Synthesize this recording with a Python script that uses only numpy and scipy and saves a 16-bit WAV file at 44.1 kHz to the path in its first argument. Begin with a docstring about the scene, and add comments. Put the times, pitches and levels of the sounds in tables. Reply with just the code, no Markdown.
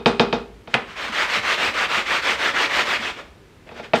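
"""Three knocks set a plastic tray of cat litter booming, close to the microphone in a small room.
The scoop clacks down, then is pushed to and fro about six times a second, the granules hissing
and crunching in step with its speed while the tray rocks with soft thuds. After a pause and a
short rustle the scoop knocks against the tray wall. Each blow rings tray, scoop and wall, and
the harder ones jolt granules loose."""
import sys
import numpy as np
from scipy import signal
from scipy.fft import rfft, irfft
from scipy.io import wavfile
from scipy.ndimage import uniform_filter1d, minimum_filter1d

SR = 44100
rng = np.random.default_rng(int(sys.argv[2]) if len(sys.argv) > 2 else 0)


def wav_record(signal):
    """Record a signal, one row per channel, as 16-bit PCM in the file named by sys.argv[1]."""
    frames = np.transpose(np.atleast_2d(signal))
    bounded = np.clip(frames, -1, 1)
    # unit amplitude maps onto the largest positive 16-bit level
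    quanta = np.round(bounded * 32767).astype(np.int16)
    wavfile.write(sys.argv[1], SR, quanta)


N = 176400
RING_T = np.arange(int(.6 * SR)) / SR  # time axis of one blow, s

# Spectrum of single granules hitting bare plastic: f/Hz, level/dB
GRIT_SPECTRUM = [(2500, -17), (5300, 3), (9000, -6), (15000, -15)]
GRIT_PER_S = 950


def scoop_strokes():
    """Each stroke speeds up and stops; the granules hiss, crunch and shake the tray in step."""
    # Strokes, then brief scrapes: t/s, length/s, level/dB, extra crunch/dB, place of top speed (0-1)
    strokes = [(0.865, 0.11, -19, -15, 0.52), (0.956, 0.18, -7.5, 0, 0.52), (1.119, 0.16, 0, -2, 0.6),
               (1.271, 0.14, 0, -1, 0.6), (1.424, 0.15, 1.5, -0.5, 0.62), (1.57, 0.15, 0.5, 0, 0.56),
               (1.731, 0.15, -0.5, 2, 0.57), (1.883, 0.15, 0.5, -0.5, 0.57), (2.054, 0.16, 0.5, -2, 0.58),
               (2.217, 0.15, 1, 0.5, 0.57), (2.377, 0.15, 0.5, 0, 0.59), (2.533, .15, 2, 3, 0.62),
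               (2.689, 0.16, 2.5, 0, 0.63), (2.848, 0.14, 0.5, -1, 0.57), (2.99, 0.14, -5.5, 2.5, 0.59),
               (3.157, 0.07, -17.5, 7.5, 0.59), (3.658, 0.029, -30, 18, 0.75), (3.706, 0.035, -32, 5, 0.3),
               (3.738, 0.079, -20, 13, 0.65), (3.826, 0.062, -21, 2, 0.27)]
    # Spectrum of granules sliding on plastic: f/Hz, level/dB
    hiss = [(150, -44), (300, -17.5), (500, -9.5), (800, -4.5), (1200, -0.2), (1800, 0.5), (2400, 0),
            (3500, -6.5), (5000, -14.5), (8000, -25.5), (9700, -33.5), (11000, -45), (12500, -34.5),
            (15500, -49)]
    # Spectrum of the litter bed under the scoop: f/Hz, level/dB
    crunch = [(120, -42), (220, -0.5), (400, 4), (600, 7), (900, -7), (1600, -45)]
    # Spectrum of the tray shifting on its mat: f/Hz, level/dB
    rumble = [(35, -20), (55, -1), (100, -4.5), (200, 3.5), (300, -12.5), (600, -36)]
    bite, bite_peak_s = 0.22, 0.016  # extra speed as the scoop turns and bites into the bed
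    surge_db, surge_s = 0.38, 0.007  # slight random flutter of the level
    speed, weight = np.zeros(N), np.zeros(N)
    for start, length, db, crunch_db, top in strokes:
        progress = np.arange(0, length, 1 / SR) / length
        skew = np.log(.5) / np.log(top)
        arch = abs(np.sin(np.pi * progress ** skew)) ** 0.89
        arch = arch * (1 - bite * progress) + bite * swell(bite_peak_s)[:len(progress)]
        add(speed, start, amp(db) * arch)
        add(weight, start, amp(db + crunch_db) * arch)
    surge = amp(surge_db * unit(uniform_filter1d(rng.standard_normal(N), int(surge_s * SR))))
    granules = amp(-19) * speed * grains(hiss) + amp(-33.5) * weight * grains(crunch)
    # The fastest part of a stroke flings some against the wall.
    granules += amp(-52.5) * speed ** 1.7 * grains(GRIT_SPECTRUM, GRIT_PER_S)
    return surge * granules + amp(-49.5) * np.sqrt(speed) * grains(rumble)


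def grains(spectrum, per_s=30000):
    """A shower of tiny impacts whose colour shifts in patches as the granules regroup."""
    patch_db, patch_hz, patch_s = 1.5, 450, .03
    impacts = colour(rng.standard_normal(N) * (rng.random(N) < per_s / SR), spectrum)
    bands = signal.stft(impacts, nperseg=512, noverlap=384)[2]
    patches = uniform_filter1d(rng.standard_normal(bands.shape), int(patch_hz * 512 / SR), axis=0)
    patches = uniform_filter1d(patches, int(patch_s * SR / 128), axis=1)
    bands *= amp(patch_db * unit(patches))
    return unit(signal.istft(bands, nperseg=512, noverlap=384)[1][:N])


def knocks():
    """Every blow snaps and rings the same tray, scoop and wall, in shares set by where it lands."""
    # Blows and small ticks: t/s, crack/dB, crack f/Hz, tray/dB, scoop/dB, wall/dB, snap/dB
    blows = [(-.078, -16, 3300, -7, -42, -40, -40), (.0590, 1.5, 3240, 0, -13, -16, -11),
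             (0.196, 4, 3360, -0.5, -15, -21, -8), (0.327, -7, 3200, -6.5, -21, -13, -22),
             (0.6746, -25, 2820, -26.5, -42, -26, -45), (0.7355, -34, 2310, -19.5, -34, -17, -45),
             (0.741, 4, 2540, -23, -5.5, -12, 1), (.745, -9, 2100, -16.5, -16.5, -7.5, -10),
             (3.690, -29, 2280, -37, -32.5, -26, -31), (3.7126, -35, 2020, -28, -45, -44, -42),
             (3.7948, -30, 1800, -24, -37, -17.5, -44), (3.8452, -24, 2460, -36, -34, -42, -29),
             (3.9345, -6.5, 2700, -6, -10, 5, -32)]
    # Modes of the tray wall: f/Hz, level/dB, t60/s
    wall_modes = [(607, -1.5, 0.041), (662, 6, 0.043), (719, -8.5, 0.1), (819.5, -11.5, 0.11),
                  (1015, -17.5, 0.11), (1382, -13, 0.2), (2310, -13.5, 0.12)]
    # Spectrum of the sharp edge of a hard contact: f/Hz, level/dB
    snap_spectrum = [(1000, -22), (4800, 9), (7000, -2), (10000, -10.5), (15000, -31)]
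    spread = 1 - np.exp(-RING_T / 0.00097)  # the ringing builds in about a millisecond
    tray, scoop = tray_boom(spread), scoop_clatter()
    wall = amp(-13.5) * struck(wall_modes)
    snap = amp(-21) * swell(peak_s=0.00077) * colour(even_noise(), snap_spectrum)
    out = np.zeros(N)
    for s, crack_db, hz, tray_db, scoop_db, wall_db, snap_db in blows:
        ringing = amp(tray_db) * tray + amp(scoop_db) * scoop + amp(wall_db) * wall
        add(out, s, amp(snap_db) * snap + amp(crack_db - 5.5) * crack(hz) + spread * ringing)
    # A high-pass trims the sub-bass thump from the blows.
    return signal.sosfilt(signal.butter(2, 62, "highpass", fs=SR, output="sos"), out)


def tray_boom(spread):
    """The struck tray booms and stirs the room, then rings again softly as it settles on its mat."""
    # A low, long room resonance set off by the knocks, then the tray floor's modes: f/Hz, level/dB, t60/s
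    modes = [(53.5, -19, 1.2), (128.7, -11, 0.14), (189.7, -8.5, 0.37), (230, 0.5, 0.18), (248, -8, 0.18),
             (401.7, -6.5, 0.39), (448.2, -4, 0.31), (479.7, 0.5, 0.18), (539.5, -12.5, 0.17),
             (686.5, -3, 0.17), (749, -13.5, 0.18), (820, -10.5, 0.19), (848.6, -4, 0.12),
             (890, -1.5, 0.062), (948, -17, 0.22), (1136, -29, 0.08), (1260, -13, 0.23), (1427, -18, 0.12),
             (1645, -36, 0.069), (2500, -8, 0.15), (3660, -12, 0.16)]
    # Spectrum of the tray's dense modes: f/Hz, level/dB
    dense_spectrum = [(50, -26), (110, -4.5), (200, 2.5), (330, 1.5), (500, 0.5), (850, -2.5), (1400, -6),
                      (2000, -18), (2500, -18), (3600, -15.5), (5000, -18), (7000, -31), (10000, -57),
                      (15000, -71)]
    # Their decay: f/Hz, t60/s
    dense_t60 = [(100, 0.22), (450, 0.22), (1200, 0.27), (3000, 0.31), (9000, 0.1)]
    rebound_s, rebound_db = .082, -18
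    tones = amp(-13) * struck(modes)
    boom = tones + amp(-12.5) * dying(colour(even_noise(), dense_spectrum), dense_t60)
    add(boom, rebound_s, amp(rebound_db) * spread * tones)
    return boom


def scoop_clatter():
    """The struck scoop rings in a few clear modes over a wash of dense ones."""
    # Modes of the scoop: f/Hz, level/dB, t60/s
    modes = [(672, 3.5, 0.11), (970, -1, 0.17), (1370, -13, 0.2), (1881, 8, 0.056), (2045, -0.5, 0.15),
             (2527, 8, 0.062), (2740, -2, 0.12), (3400, -2, 0.13), (2605, 22, 0.014)]
    # Spectrum of its dense modes: f/Hz, level/dB
    dense_spectrum = [(50, -28), (120, -13), (350, 0.5), (700, 8), (1400, 3.5), (2700, -2), (3600, -8),
                      (5000, -17), (7000, -37), (9500, -30), (11500, -56), (15000, -48)]
    # Their decay: f/Hz, t60/s
    dense_t60 = [(100, 0.61), (700, 0.24), (2500, 0.36), (9000, 0.13)]
    wash = dying(colour(even_noise(), dense_spectrum), dense_t60)
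    return amp(-18.5) * struck(modes) + amp(-13.5) * wash


def crack(hz):
    """The brief contact of hard plastic reaches the microphone with its first reflections."""
    # Contact modes: multiple of the crack pitch, level/dB
    modes = [(.5, -2.5), (.76, 1.5), (1, 1.5), (1.22, -3.5), (1.48, -5)]
    # Reflections off the floor and near walls: delay/s, gain
    echoes = [(.0013, 0.84), (.0042, 0.41), (.0061, 0.093), (0.0093, 0.084)]
    t60, rise_s, contact_hz = 0.0054, 0.00035, 5860
    direct = struck([(hz * ratio, db, t60) for ratio, db in modes]) * (1 - np.exp(-RING_T / rise_s))
    # The give of the contact dulls the treble.
    direct = signal.sosfilt(signal.butter(3, contact_hz, fs=SR, output="sos"), direct)
    out = direct.copy()
    for delay, gain in echoes:
        add(out, delay, gain * direct)
    return out


def spills():
    """Granules jump at a blow and patter back, some onto bare plastic."""
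    # Granules jolted loose: t/s, level/dB, time to the peak/s, gritty rattle/dB
    jolts = [(.062, -28, 0.013, -62), (.199, -34, 0.011, -53), (.331, -49, 0.025, -66),
             (.69, -46, 0.044, -75), (0.745, -32, 0.006, -48), (3.951, -25.5, 0.0085, -50.5),
             (3.974, -48, 0.0076, -42)]
    # Spectrum of their patter: f/Hz, level/dB
    patter = [(500, -12), (1800, 8.5), (3800, 1.5), (5500, -7), (8500, -12.5), (11000, -36), (15000, -40)]
    level, rattle = np.zeros(N), np.zeros(N)
    for s, db, peak_s, rattle_db in jolts:
        add(level, s, amp(db) * swell(peak_s))
        add(rattle, s, amp(rattle_db) * swell(peak_s))
    return level * grains(patter) + rattle * grains(GRIT_SPECTRUM, GRIT_PER_S)


def bumps():
    """Dull thuds as the tray rocks."""
    # Soft bumps of the tray: t/s, level/dB, f/Hz
    thuds = [(0.745, -16.5, 129), (1.093, -23.5, 221), (1.366, -30, 215), (1.386, -26.5, 112),
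             (1.677, -29, 95), (1.977, -22.5, 220), (2.799, -37, 153), (2.995, -24, 224)]
    rise = 1 - np.exp(-RING_T / 0.0065)
    out = np.zeros(N)
    for s, db, hz in thuds:
        add(out, s, amp(db) * rise * ring(hz, t60=0.083))
    return out


def room(x):
    """The short diffuse tail of a small room, starting 4 ms behind the direct sound."""
    # Reverberation time: f/Hz, t60/s
    decay = [(100, 0.68), (400, 0.75), (1500, 0.42), (5000, 0.47), (12000, 0.61)]
    tail = dying(even_noise(), decay) * np.clip((RING_T - .004) / 0.01, 0, 1)
    return signal.fftconvolve(x, tail / np.linalg.norm(tail))[:N]


def room_tone():
    """The quiet, steady air of the room, mostly low rumble."""
    # Spectrum of the air: f/Hz, level/dB
    air = [(15, -40), (25, -25), (42, -6), (60, -4), (116, -10), (198, -13.5), (274, -13.5), (410, -12),
           (597, -21.5), (2490, -27), (8570, -42.5), (15500, -51)]
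    return amp(-48.5) * colour(rng.standard_normal(N), air)


def ring(hz, t60):
    """One struck mode."""
    return np.sin(2 * np.pi * hz * RING_T) * np.exp(-np.log(1000) * RING_T / t60)


def struck(modes):
    """A set of modes, neighbours swinging in opposite directions."""
    return sum((-1) ** k * amp(db) * ring(hz, t60) for k, (hz, db, t60) in enumerate(modes))


def swell(peak_s):
    """A quick rise to 1 and a slower fall."""
    return RING_T / peak_s * np.exp(1 - RING_T / peak_s)


def even_noise():
    """Flat noise one blow long, made in short blocks so that no band sticks out."""
    phases = rng.random((len(RING_T) // 1024 + 1, 513))
    blocks = irfft(np.exp(2j * np.pi * phases), axis=1)
    return unit(blocks.ravel()[:len(RING_T)])


def dying(x, t60):
    """Lets each band of x die at its own speed."""
    hz, t, bands = signal.stft(x, SR, nperseg=256)
    decay = np.exp(-np.log(1000) * t / read(t60, hz)[:, None])
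    return signal.istft(bands * decay, SR, nperseg=256)[1][:len(x)]


def colour(x, spectrum):
    """Gives x a spectrum, at rms 1."""
    gain = amp(read(spectrum, np.fft.rfftfreq(len(x), 1 / SR)))
    return unit(irfft(rfft(x) * gain, len(x)))


def read(points, hz):
    """Reads a table on a log-frequency axis."""
    f, value = np.transpose(points)
    return np.interp(np.log(hz + 1), np.log(f + 1), value)


def add(mix, s, sound):
    """Mixes a sound in at time s."""
    at = round(s * SR)
    sound = sound[max(-at, 0):]
    part = mix[max(at, 0):][:len(sound)]
    part += sound[:len(part)]


def amp(db):
    """Decibels to gain."""
    return 10 ** (np.asarray(db) / 20)


def unit(x):
    """Scales to rms 1."""
    return x / np.sqrt(np.mean(x ** 2) + 1e-20)


def scene():
    """Knocks and litter close to one microphone, with the room's tail and air behind them."""
    hits = knocks() + bumps()
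    sifting = scoop_strokes() + spills()
    reverb = room(amp(-17) * hits + amp(-7) * sifting)
    return (hits + sifting + reverb + room_tone())[None]


def record(dry):
    """A quick limiter holds the loudest peaks; a steep low-pass then cuts the highest treble."""
    ceiling, edge_hz = .95, 15650
    gain = np.minimum(1, ceiling / (abs(dry) + 1e-9))
    gain = minimum_filter1d(gain, size=81)
    gain = uniform_filter1d(uniform_filter1d(gain, size=41), size=41)
    lowpass = signal.firwin(1023, edge_hz, window=("kaiser", 9), fs=SR)
    return signal.oaconvolve(dry * gain, lowpass[None], "same")


dry = scene()
out = record(dry)
wav_record(out)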